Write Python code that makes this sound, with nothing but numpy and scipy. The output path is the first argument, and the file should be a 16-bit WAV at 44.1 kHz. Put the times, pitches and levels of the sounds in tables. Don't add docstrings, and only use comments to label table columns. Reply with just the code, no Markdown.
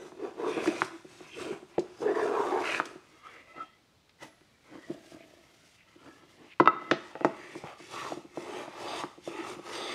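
import sys
import numpy as np
from scipy import signal
from scipy.fft import rfft, irfft, next_fast_len
from scipy.io import wavfile
from scipy.ndimage import uniform_filter1d

SR = 44100
rng = np.random.default_rng(int(sys.argv[2]) if len(sys.argv) > 2 else 0)


def wav_record(signal):
    frames = np.transpose(np.atleast_2d(signal))
    bounded = np.clip(frames, -1, 1)
    quanta = np.round(bounded * 32767).astype(np.int16)
    wavfile.write(sys.argv[1], SR, quanta)


N = 438354
TIME = np.arange(N) / SR
RING_TIME = np.arange(SR // 3) / SR
TURNED_S = 5


def amp(db):
    return 10 ** (np.asarray(db) / 20)


def evened(x):
    return x / np.sqrt(np.mean(x ** 2) + 1e-20)


def read(points, hz):
    f, value = np.transpose(points)
    return np.interp(np.log(hz + 1), np.log(f + 1), value)


def add(mix, s, sound):
    part = mix[round(s * SR):][:len(sound)]
    part += sound[:len(part)]


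def low_cut(x, hz):
    return signal.sosfilt(signal.butter(2, hz, "high", fs=SR, output="sos"), x)


def softened(x, hz):
    return signal.sosfilt(signal.butter(2, min(hz, .45 * SR), fs=SR, output="sos"), x)


def gliding(hz):
    return np.sin(2 * np.pi * np.cumsum(hz) / SR)


PRESSURE_HZ = 12


def levels(rows, shapes):
    t = np.arange(0, N / SR, .002)
    curves = []
    for k, (attack_share, lead_s, release_s, uneven_db) in enumerate(shapes):
        power = np.zeros(len(t))
        for start, end, *layer_db, swell_db, attack_s in rows:
            progress = np.clip((t - start) / max(end - start, 1e-3), 0, 1)
            before = np.maximum(start - lead_s - t, 0) / (attack_s * attack_share)
            after = np.maximum(t - end, 0) / release_s
            held = amp(layer_db[k] + swell_db * (progress - .5))
            power += (held * np.exp(-before - after)) ** 2
        steps = np.arange(0, N / SR + 1, 1 / PRESSURE_HZ)
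        pressure = np.interp(t, steps, rng.standard_normal(len(steps)))
        curves.append(np.interp(TIME, t, np.sqrt(power) * amp(uneven_db * pressure)))
    return curves


def coloured(x, spectrum, peaks=()):
    size = next_fast_len(N, True)
    hz = np.fft.rfftfreq(size, 1 / SR)
    db = read(spectrum, hz)
    for f, width, lift in peaks:
        db = db + lift / (1 + (2 * (hz - f) / width) ** 2)
    ends = np.minimum(hz / spectrum[0][0], 1) * np.minimum(spectrum[-1][0] / (hz + 1), 1)
    return evened(irfft(rfft(x, size) * amp(db) * ends ** 2, size)[:N])


def travelling(x, spectrum, peaks, ripple_db):
    bins = signal.stft(x, nperseg=1024)[2]
    field = rng.standard_normal(bins.shape)
    field = uniform_filter1d(uniform_filter1d(field, size=4, axis=0), size=2, axis=0)
    field = uniform_filter1d(uniform_filter1d(field, size=14, axis=1), size=5, axis=1)
    rippled = signal.istft(bins * amp(ripple_db * evened(field)))[1][:N]
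    return coloured(rippled, spectrum, peaks)


def grains(per_s, spread_db, clump_db, clump_hz):
    clicks = (rng.random(N) < per_s / SR) * rng.choice([-1., 1.], N)
    sizes_db = spread_db * np.minimum(rng.exponential(1, N), 4)
    slow = signal.butter(2, clump_hz, fs=SR, output="sos")
    clumps = evened(signal.sosfilt(slow, rng.standard_normal(N)))
    return clicks * amp(sizes_db + clump_db * np.clip(clumps, -2, 2))


def ringing(modes, contact_hz, sign=-1):
    ring = np.zeros(len(RING_TIME))
    for k, (hz, db, t60) in enumerate(modes):
        ring += sign ** k * amp(db - 60 * RING_TIME / t60) * np.sin(2 * np.pi * hz * RING_TIME)
    ring = low_cut(softened(ring, contact_hz), 0.64 * modes[0][0])
    return ring / abs(ring).max()


def clack(hz, scatter, t60, damping):
    fading = amp(-60 * RING_TIME / 0.023) + 0.29 * amp(-60 * RING_TIME / t60)
    after = rng.standard_normal(len(RING_TIME)) * fading
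    push = scatter * after / np.linalg.norm(after)
    push[0] = 1
    contact = np.exp(-np.pi * damping * hz * RING_TIME) * np.sin(2 * np.pi * hz * RING_TIME)
    contact = low_cut(softened(contact, 2.3 * hz), 0.37 * hz)
    return signal.fftconvolve(push, contact / abs(contact).max())[:len(push)]


def resonate(x, hz, width):
    turn = np.exp(2j * np.pi * np.cumsum(hz) / SR)
    r = np.exp(-np.pi * width / SR)
    return 2 * (turn * signal.lfilter([1 - r], [1, -r], x / turn)).real


CHATTER_HZ, CHATTER_JITTER, CHATTER_DEPTH = 48.14, .45, 0.2


def chatter():
    wander = evened(uniform_filter1d(rng.standard_normal(N), size=500))
    turns = np.cumsum(CHATTER_HZ * np.exp(CHATTER_JITTER * wander)) / SR
    sizes = amp(3.8 * rng.standard_normal(N)[turns.astype(int)])
    slips = np.exp(-3 * (turns % 1)) * sizes
    return evened(1 - CHATTER_DEPTH + CHATTER_DEPTH * evened(slips))


# [f/Hz, level/dB per Hz], relative; then its rms level/dB
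AIR = [(20, -30), (45, -8.5), (90, -1), (160, -2), (400, -9), (1000, -13), (2000, -16.5), (4000, -15.5),
       (6200, -22.5), (15500, -36)]
AIR_DB = -66.5


def still_air():
    return amp(AIR_DB) * coloured(rng.standard_normal(N), AIR)


# [t/s, f/Hz]; then its level/dB
WHINE = [(4.89, 12200), (4.99, 13750), (5.07, 13550), (5.17, 12750), (5.306, 11950), (5.47, 13000),
         (5.58, 11960)]
WHINE_DB = -86


def whine():
    out = np.zeros(N)
    s, hz = np.transpose(WHINE)
    t = np.arange(s[0], s[-1], 1 / SR)
    unsteady = 1 + .004 * evened(uniform_filter1d(rng.standard_normal(len(t)), size=300))
    tone = evened(gliding(np.interp(t, s, hz) * unsteady))
    add(out, s[0], amp(WHINE_DB) * tone * signal.windows.tukey(len(t), .1))
    return out


# [f/Hz, t60/s]
ROOM = [(120, 0.65), (400, 0.5), (1300, 0.56), (4000, 0.77), (8000, 0.99), (15000, 0.66)]


def workshop(x):
    t = np.arange(SR) / SR
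    taps = rng.choice([-1., 1.], SR) * (rng.random(SR) < 3000 / SR) * (t > .006)
    hz, frames, bins = signal.stft(taps, SR, nperseg=256)
    tail = signal.istft(bins * amp(-60 * frames / read(ROOM, hz)[:, None]), SR)[1]
    return signal.fftconvolve(x, tail / np.linalg.norm(tail))[:N]


# [f/Hz, level/dB, t60/s]
PING = [(893, -50, 0.16), (8150, -74, 0.27), (10830, -72, 0.93), (12330, -76, .35)]
PING_S = 4.235


def pinging():
    out = np.zeros(N)
    t = TIME[:SR]
    for hz, db, t60 in PING:
        add(out, PING_S, amp(db - 60 * t / t60) * np.sin(2 * np.pi * hz * t))
    return out


# [t/s, level/dB, brightness f/Hz]
SNAPS = [(0.672, -30, 5570), (0.847, -31, 6640), (1.794, -32.5, 6400), (2.855, -30.5, 7200),
         (4.094, -47, 3920), (6.5998, -29, 4000), (6.912, -16, 3760), (7.247, -32, 6260)]


def snapping():
    out = np.zeros(N)
    for s, db, hz in SNAPS:
        add(out, s, amp(db) * softened(clack(hz, scatter=3.16, t60=0.18, damping=0.89), 0.91 * hz))
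    return out


# [start t/s, end t/s, bumping level/dB, rubbing level/dB, skin level/dB, swell/dB, attack/s]
RUBS = [(3.05, 3.2, -60, -62, -74, 3.5, 0.025), (3.268, 3.41, -50.5, -50, -74, -3, 0.024),
        (3.49, 3.52, -51.5, -58, -75, -2.5, 0.028), (3.565, 3.63, -49, -51, -73.5, 4, 0.012),
        (4.232, 4.275, -42.5, -54, -65, -9, 0.012), (4.36, 4.55, -85, -68, -83, 2, 0.022),
        (4.66, 4.74, -59, -58, -71.5, 5, .03), (4.78, 4.93, -50, -57, -70, -1, 0.029),
        (5.04, 5.14, -52, -61, -63.5, 1.5, 0.19), (5.31, 5.47, -74, -60, -74, -2, 0.14),
        (5.6, 5.76, -73, -66.5, -67, -2, 0.18), (5.9, 5.95, -65, -58.5, -72.5, 1, 0.032),
        (6.0, 6.08, -53, -58.5, -71.5, 6, 0.01), (6.13, 6.18, -58, -62, -67.5, 2, 0.016),
        (6.22, 6.26, -61, -57.5, -78, -0.5, .02), (6.31, 6.35, -54, -58.5, -68.5, -2.5, 0.022),
        (6.41, 6.48, -57.5, -56, -75.5, 4, 0.065), (6.83, 6.9, -44, -53.5, -71, 2.5, 0.045)]
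# [share of the attack, head start/s, release/s, unevenness/dB]
RUB_SHAPE = [(.9, 0, 0.025, 8), (1.1, 0.013, 0.064, -0.4), (1.3, .005, .03, 2)]
# [f/Hz, level/dB per Hz]
BUMP, RUB, SKIN = [(60, -20), (150, -4.5), (210, -9), (305, 6), (420, -2), (650, -10.5), (1200, -17)], [(500, -7.5), (750, -2.5), (1400, -2.5), (2200, -3), (3200, -5.5),
                                 (5000, -22.5), (9000, -56.5)], [(1800, -3.5), (3500, 2.5), (4600, -5.5), (5600, 0),
                                              (7500, -4.5), (10300, -10), (12500, -17.5), (15500, -24)]
# [f/Hz, width/Hz, lift/dB]
WOOD = [(620, 130, 8.5), (1325, 70, 10.5), (2040, 410, 7.5), (2780, 170, 2.5), (3620, 290, -1.5),
        (4700, 510, 6)]
# [f/Hz, relative level/dB, t60/s]
BOARD = [(1070, -5.5, .022), (1193, 5, 0.015), (1297, 2.5, .075), (2000, -7, 0.064), (2680, -9.5, .045),
         (3670, -8, 0.057), (4500, -22, .04)]


def handling():
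    bump, rub, swish = levels(RUBS, RUB_SHAPE)
    slips = grains(per_s=2800, spread_db=-0.2, clump_db=0.9, clump_hz=30)
    ring = evened(signal.fftconvolve(slips, ringing(BOARD, contact_hz=3980, sign=0.84))[:N])
    wood = travelling(slips, RUB, WOOD, ripple_db=5.5) + amp(-17.0) * ring
    touches = grains(per_s=13000, spread_db=3.0, clump_db=1.5, clump_hz=40.2)
    skin = travelling(touches, SKIN, WOOD, ripple_db=1.0)
    bumping = amp(-7.5) * bump * coloured(slips, BUMP)
    return bumping + amp(-5.0) * rub * wood + amp(3.5) * swish * skin


# [start t/s, end t/s, level/dB, swell/dB, attack/s]
PIVOT = [(4.93, 5.4, -56.5, -11, 0.032)]
# [f/Hz, level/dB per Hz]
PIVOT_COLOUR = [(200, -10), (335, 4), (430, -8.5), (540, -10), (660, 2), (800, -17), (1200, -30)]


def pivoting():
    level, = levels(PIVOT, [(1, 0.02, 0.25, 2.1)])
    slips = grains(per_s=400, spread_db=6.0, clump_db=1.0, clump_hz=39.8)
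    return level * coloured(slips, PIVOT_COLOUR)


# [t/s, length/s, lower mode level/dB, upper mode level/dB]
SQUEAKS = [(3.468, 0.081, -63, -61), (3.537, 0.099, -51, -57), (3.574, 0.08, -41.5, -63),
           (6.722, 0.3, -54, -58)]
SQUEAK_HZ = (1308, 2030, 3230)
SQUEAK_WANDER = 0.009
SQUEAK_TOP_DB = -16


def squeaking():
    out = np.zeros(N)
    for s, length, lower_db, upper_db in SQUEAKS:
        for hz, db in zip(SQUEAK_HZ, (lower_db, upper_db, upper_db + SQUEAK_TOP_DB)):
            unsteady = evened(uniform_filter1d(rng.standard_normal((2, SR)), size=300))
            wobble, grip = unsteady[:, :round(length * SR)]
            tone = gliding(hz * (1 + SQUEAK_WANDER * wobble))
            tone = tone * (1 + 0.32 * softened(grip, hz=300))
            add(out, s, amp(db) * evened(tone * np.hanning(len(tone))))
    return out


# [f/Hz at pitch 1, relative level/dB, t60/s]
BENCH = [(119, -16, 0.055), (147.9, -8.5, 0.12), (201, -7, 0.14), (300.6, 7.5, 0.057), (354.7, 5, 0.13),
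         (425, -5, 0.11), (538, 0, 0.052), (609, -2, 0.055), (703, -4, 0.073), (856, -15, 0.11)]


def knock(thud_db, clack_db, hz, rattle, pitch=1):
    bench = [(f * pitch, db, t60) for f, db, t60 in BENCH]
    thud = amp(thud_db) * ringing(bench, 1.23 * hz)
    return thud + amp(clack_db) * clack(hz, scatter=rattle, t60=0.086, damping=0.47)


# [t/s, thud level/dB, clack level/dB, contact hardness f/Hz, board level/dB, fence level/dB, rattle 0-1]
BOARD_KNOCKS = [(4.897, -26.5, -60, 233, -54, -58, 1), (5.957, -45, -56, 298, -62, -72, 0.98),
                (6.5995, -22, -26, 1070, -9.5, -24, 0.4), (6.6015, -8, -10, 1000, -11, -27, 0.95),
                (6.6587, -25, -28, 2300, -18.5, -46, 0.95), (6.675, -22.5, -15.5, 1280, -2.5, -21.5, 0.6),
                (6.821, -38, -43, 900, -42, -56, 0.9), (6.912, -34, -13.5, 1750, -45, -28, 0.97),
                (6.9136, -13.5, -10, 1520, -37, -16.5, 0.5), (7.154, -39, -32, 1200, -56, -28, 1),
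                (7.209, -27.5, -34, 1270, -55, -27, 0.8), (7.2476, -13.5, -8, 940, -31, -16, 0.72)]
# [f/Hz, relative level/dB, t60/s]
FENCE = [(485, 5, 0.069), (541, 4, 0.087), (658, 0.5, 0.14), (768, 5, 0.088), (856, 4, 0.12),
         (1518, -4, 0.021), (1870, 1, 0.033)]


def board_knocks():
    out = np.zeros(N)
    for s, thud_db, clack_db, hz, ring_db, fence_db, rattle in BOARD_KNOCKS:
        board = amp(ring_db) * ringing(BOARD, 1.38 * hz, sign=0.95)
        fence = amp(fence_db) * ringing(FENCE, 2 * hz, sign=1)
        add(out, s, knock(thud_db, clack_db, hz, rattle) + board + fence)
    return out


# [t/s, thud level/dB, clack level/dB, contact hardness f/Hz]
PLANE_KNOCKS = [(.12, -38, -40, 1050), (.576, -25, -27.5, 690), (.659, -26, -24.5, 1300),
                (.675, -18.5, -20, 2050), (0.819, -24, -9, 1290), (1.046, -37.5, -49, 437),
                (1.206, -39, -39.5, 700), (1.514, -35.5, -75, 126), (1.624, -38.5, -55, 845),
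                (1.7801, -34, -22.5, 550), (1.7822, -57, -31, 2150), (1.7824, -22, -16.5, 464),
                (2.017, -34, -34, 593), (2.7999, -27.5, -12.5, 1230), (2.954, -37, -60, 393),
                (4.41, -53, -51, 1810), (7.553, -31.5, -35, 1010), (7.639, -43, -29.5, 774),
                (7.636, -38.5, -33.5, 170), (7.802, -41, -43, 600), (8.121, -29, -25, 634),
                (8.169, -29.5, -47, 705), (8.247, -37.5, -45, 400), (8.3737, -27, -23, 600),
                (8.659, -49, -37, 1100), (8.679, -38, -30, 716), (9.037, -28, -22, 996),
                (9.178, -41, -47, 438), (9.2761, -31.5, -24, 580), (9.564, -39, -58, 129),
                (9.59, -35.5, -36, 506)]
PLANE_RATTLE = 0.79
FIRST_PITCH = 1.05


def plane_knocks():
    out = np.zeros(N)
    for s, thud_db, clack_db, hz in PLANE_KNOCKS:
        pitch = FIRST_PITCH if s < TURNED_S else 1
        add(out, s, knock(thud_db, clack_db, hz, PLANE_RATTLE, pitch))
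    return out


# [start t/s, end t/s, level/dB, swell/dB, attack/s]
CHIRPS = [(1.33, 1.5, -57.5, -4, 0.03)]
# [f/Hz, relative level/dB, t60/s]
CHIRP_MODES = [(2480, -3, 0.024), (2700, -3, 0.034), (3160, -1, 0.018)]


def chirping():
    level, = levels(CHIRPS, [(0.93, 0.0034, 0.029, 2.6)])
    slips = grains(per_s=1000, spread_db=0, clump_db=5, clump_hz=35)
    return level * evened(signal.fftconvolve(slips, ringing(CHIRP_MODES, contact_hz=8000))[:N])


# [start t/s, end t/s, level/dB, first f/Hz, last f/Hz]
GROANS = [(0.672, 0.698, -21.5, 338, 329), (0.923, 0.973, -45, 347, 318), (1.785, 1.813, -30, 369, 330),
          (2.519, 2.556, -27.5, 370, 377), (9.383, 9.418, -37.5, 340, 320)]


def groaning():
    out = np.zeros(N)
    for start, end, db, first_hz, last_hz in GROANS:
        hz = np.linspace(first_hz, last_hz, round((end - start) * SR))
        add(out, start, amp(db) * evened(gliding(hz)) * signal.windows.tukey(len(hz), .5))
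    return out


# [start t/s, end t/s, level/dB, first f/Hz, last f/Hz]
SCRAPES = [(3.242, 3.453, -58.5, 1850, 2050), (5.17, 5.263, -60, 2190, 2350),
           (5.77, 5.847, -63, 2350, 2290), (6.495, 6.547, -53.5, 2260, 2450)]
# [start t/s, end t/s, level/dB, first f/Hz, last f/Hz]
GRINDS = [(0.412, 0.54, -41.5, 990, 1180), (2.057, 2.138, -44, 1670, 1830), (2.12, 2.273, -42, 1800, 1610),
          (2.139, 2.224, -37, 1040, 980), (2.325, 2.488, -34, 1010, 890), (2.49, 2.627, -33.5, 700, 900),
          (2.64, 2.8, -39.5, 2660, 2280), (2.715, 2.81, -41, 1930, 1520), (7.367, 7.572, -54.5, 1890, 1860),
          (7.922, 8.124, -42.5, 1150, 1060), (9.79, 9.925, -48.5, 3760, 3340)]
GRIND_WIDTH_HZ, SCRAPE_WIDTH_HZ = 300, 1000


def grinding(rows, width_hz):
    out = np.zeros(N)
    grit = chatter() * grains(per_s=2500, spread_db=-1.5, clump_db=0, clump_hz=60)
    for start, end, db, first_hz, last_hz in rows:
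        part = grit[round(start * SR):round(end * SR)]
        hz = np.linspace(first_hz, last_hz, len(part))
        note = resonate(resonate(part, hz, width_hz), hz, width_hz)
        add(out, start, amp(db) * evened(note) * signal.windows.tukey(len(part), .6))
    return out


# [start t/s, end t/s, song level/dB, tearing level/dB]
CUTS = [(0.585, 0.87, -57, -50), (2.622, 2.821, -54, -37.5), (7.916, 8.133, -56, -70),
        (8.854, 9.027, -46, -55), (9.7, 9.99, -45, -55)]
# [f/Hz, relative level/dB, t60/s]
BLADE = [(2870, 3, 0.0088), (3570, 14, 0.0054), (4630, -1, 0.031), (4810, 0.5, 0.032), (6330, -8, 0.049),
         (8460, -8.5, 0.034)]
SHAVING_HISS_DB = -11


def cutting():
    plucks = grains(per_s=3400, spread_db=2, clump_db=0, clump_hz=60)
    song = evened(signal.fftconvolve(plucks, ringing(BLADE, contact_hz=11920))[:N])
    fibres = chatter() * grains(per_s=1600, spread_db=-3.0, clump_db=-4.5, clump_hz=120)
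    tearing = travelling(fibres, RASP_FIRST, IRON, ripple_db=3.5)
    tearing = tearing + amp(SHAVING_HISS_DB) * coloured(plucks, HISS, IRON)
    sing, tear = np.zeros((2, N))
    for start, end, song_db, tear_db in CUTS:
        bite = signal.windows.tukey(round((end - start) * SR), .4)
        add(sing, start, amp(song_db) * bite)
        add(tear, start, amp(tear_db) * bite)
    return sing * song + tear * tearing


# [start t/s, end t/s, judder level/dB, scrape level/dB, rasp level/dB, hiss level/dB, swell/dB, attack/s]
SLIDES = [(0.0, 0.067, -45.5, -51.5, -63, -61.5, -2.5, .02),
          (0.241, 0.277, -35.5, -48, -53.5, -64.5, -0.5, 0.082),
          (0.406, 0.49, -33.5, -38, -59, -63, 4.5, 0.055), (0.586, 0.803, -38, -41, -44.5, -51.5, -3, 0.1),
          (0.82, 0.974, -54, -53.5, -74, -58, -9, 0.024),
          (1.119, 1.272, -56.5, -58.5, -55, -59, 1.5, 0.074),
          (1.395, 1.537, -39.5, -45.5, -47, -59, 0.5, 0.065),
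          (1.71, 1.975, -64, -58.5, -60.5, -68.5, -0.5, 0.03),
          (2.03, 2.122, -28.5, -36, -56, -58, 1, 0.026), (2.176, 2.415, -30, -33.5, -52, -54, -1, 0.044),
          (2.47, 2.584, -33.5, -33, -54, -58.5, -0.5, 0.038),
          (2.62, 2.788, -42.5, -37, -47, -54, -3.5, 0.018), (2.82, 2.944, -50, -74, -80, -64, -10, 0.023),
          (6.986, 7.34, -73, -53.5, -63.5, -71, 3.5, 0.027), (7.382, 7.588, -52, -57, -56.5, -60, 4, 0.023),
          (7.664, 7.71, -60, -46, -54, -65, -5.5, 0.04), (7.8, 7.87, -62, -64, -58.5, -64, 1, 0.012),
          (7.936, 8.112, -47.5, -45, -52, -55.5, -0.5, 0.065), (8.38, 8.612, -43, -48, -52, -58, 3, 0.05),
          (8.811, 9, -44, -41, -51.5, -55.5, 3.5, 0.16), (9.29, 9.36, -43.5, -49.5, -55, -60, 0.5, 0.047),
          (9.387, 9.529, -45, -45.5, -54, -58.5, 1, 0.025),
          (9.68, 9.95, -46.5, -41.5, -50, -55.5, 2.5, 0.059)]
# [share of the attack, head start/s, release/s, unevenness/dB]
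SLIDE_SHAPE = [(0.45, 0.0075, 0.026, 3), (0.44, 0.0013, 0.066, 1.5), (0.81, 0.0017, 0.049, 3),
               (0.75, 0.016, 0.054, -3.5)]
# [f/Hz, level/dB per Hz]
JUDDER_LIGHT, JUDDER_HEAVY = [(50, -31), (130, -25.5), (240, -5), (300, 0), (350, 9), (430, -6), (560, -7),
                              (700, -15), (1500, -22)], [(50, -40), (200, -21.5), (300, -6), (365, 2.5),
                                                    (450, 5.5), (560, -13.5), (700, -33), (1500, -75)]
FULL_LOAD_DB = -33
# [f/Hz, level/dB per Hz]
SCRAPE_FIRST, SCRAPE_LATER = [(300, -52), (600, 3), (780, 2), (860, -4.5), (990, 3), (1130, -4), (1300, -4),
                              (1550, -7), (2100, -16), (4000, -29)], [(300, -15), (600, 1), (720, -2), (830, 4), (1130, -4.5),
                                                    (1280, 2), (1520, -15.5), (4000, -21.5)]
# [f/Hz, level/dB per Hz]
RASP_FIRST, RASP_LATER = [(800, -33), (1400, 4.5), (1800, 0.5), (2550, 6), (3000, -4.5), (3400, -7.5),
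                          (4200, -13), (8000, -47)], [(800, -15), (1650, -2.5), (2000, 5.5), (2750, -1.5),
                                              (3100, -5), (3700, -12.5), (4400, -28), (8000, -42.5)]
# [f/Hz, level/dB per Hz]
HISS = [(1800, 0), (3300, 2), (4300, -0.5), (5500, 0), (7000, -2.5), (9000, -7), (11000, -13),
        (13000, -22.5), (15500, -30.5)]
# [f/Hz, width/Hz, lift/dB]
IRON = [(1147, 44, 7.5), (2350, 130, -1), (2610, 44, 3.5), (3560, 370, 2), (4620, 56, -1.5), (4730, 65, 7),
        (6370, 380, 1.5), (8830, 310, 3)]
# [f/Hz, level/dB per Hz], relative
RUMBLE = [(50, -19), (95, 0), (140, 2.5), (220, -2.5), (400, -39)]
RUMBLE_DB = -6.5


def planing(rows, colours, judder_db, scrape_db, rasp_db, hiss_db):
    judder, scrape, rasp, hiss = levels(rows, SLIDE_SHAPE)
    scrape_colour, rasp_colour = colours
    slips = grains(per_s=1100, spread_db=-4.0, clump_db=0.5, clump_hz=70.6)
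    load = np.minimum(judder / amp(FULL_LOAD_DB), 1)
    bench = (1 - load) * coloured(slips, JUDDER_LIGHT) + load * coloured(slips, JUDDER_HEAVY)
    catches = chatter() * grains(per_s=3500, spread_db=1.5, clump_db=-1.5, clump_hz=80)
    sole = travelling(catches, scrape_colour, IRON, ripple_db=2.5)
    fibres = grains(per_s=3500, spread_db=1.0, clump_db=1.5, clump_hz=119.3)
    blade = travelling(fibres, rasp_colour, IRON, ripple_db=3.0)
    fine_slips = grains(per_s=12000, spread_db=2.5, clump_db=1.03, clump_hz=70)
    slide = travelling(fine_slips, HISS, IRON, ripple_db=3.0)
    out = amp(RUMBLE_DB) * hiss * coloured(rng.standard_normal(N), RUMBLE)
    out += amp(judder_db) * judder * bench
    out += amp(scrape_db) * scrape * sole
    out += amp(rasp_db) * rasp * blade
    out += amp(hiss_db) * hiss * slide
    return out


def scene():
    first_rows = [row for row in SLIDES if row[0] < TURNED_S]
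    later_rows = [row for row in SLIDES if row[0] >= TURNED_S]
    first = planing(first_rows, (SCRAPE_FIRST, RASP_FIRST),
                    judder_db=0.0, scrape_db=-2.5, rasp_db=-4.0, hiss_db=1.0)
    later = planing(later_rows, (SCRAPE_LATER, RASP_LATER),
                    judder_db=-1.5, scrape_db=-0.6, rasp_db=2.5, hiss_db=3.5)
    iron = first + later + grinding(GRINDS, GRIND_WIDTH_HZ) + groaning() + chirping() + cutting()
    wood = grinding(SCRAPES, SCRAPE_WIDTH_HZ) + handling() + pivoting()
    rubbing = iron + wood
    blows = plane_knocks() + board_knocks() + snapping() + pinging()
    squeaks = squeaking()
    reflected = workshop(amp(-13.5) * rubbing + amp(-12.5) * blows + amp(-18.5) * squeaks)
    return (rubbing + blows + squeaks + reflected + still_air() + whine())[None]


EDGE_HZ = 15700


def record(dry):
    rounded = dry / (1 + (dry / .85) ** 6) ** (1 / 6)
    band = signal.firwin(511, EDGE_HZ, window=("kaiser", 9), fs=SR)
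    return signal.oaconvolve(rounded, band[None], "same")


dry = scene()
out = record(dry)
wav_record(out)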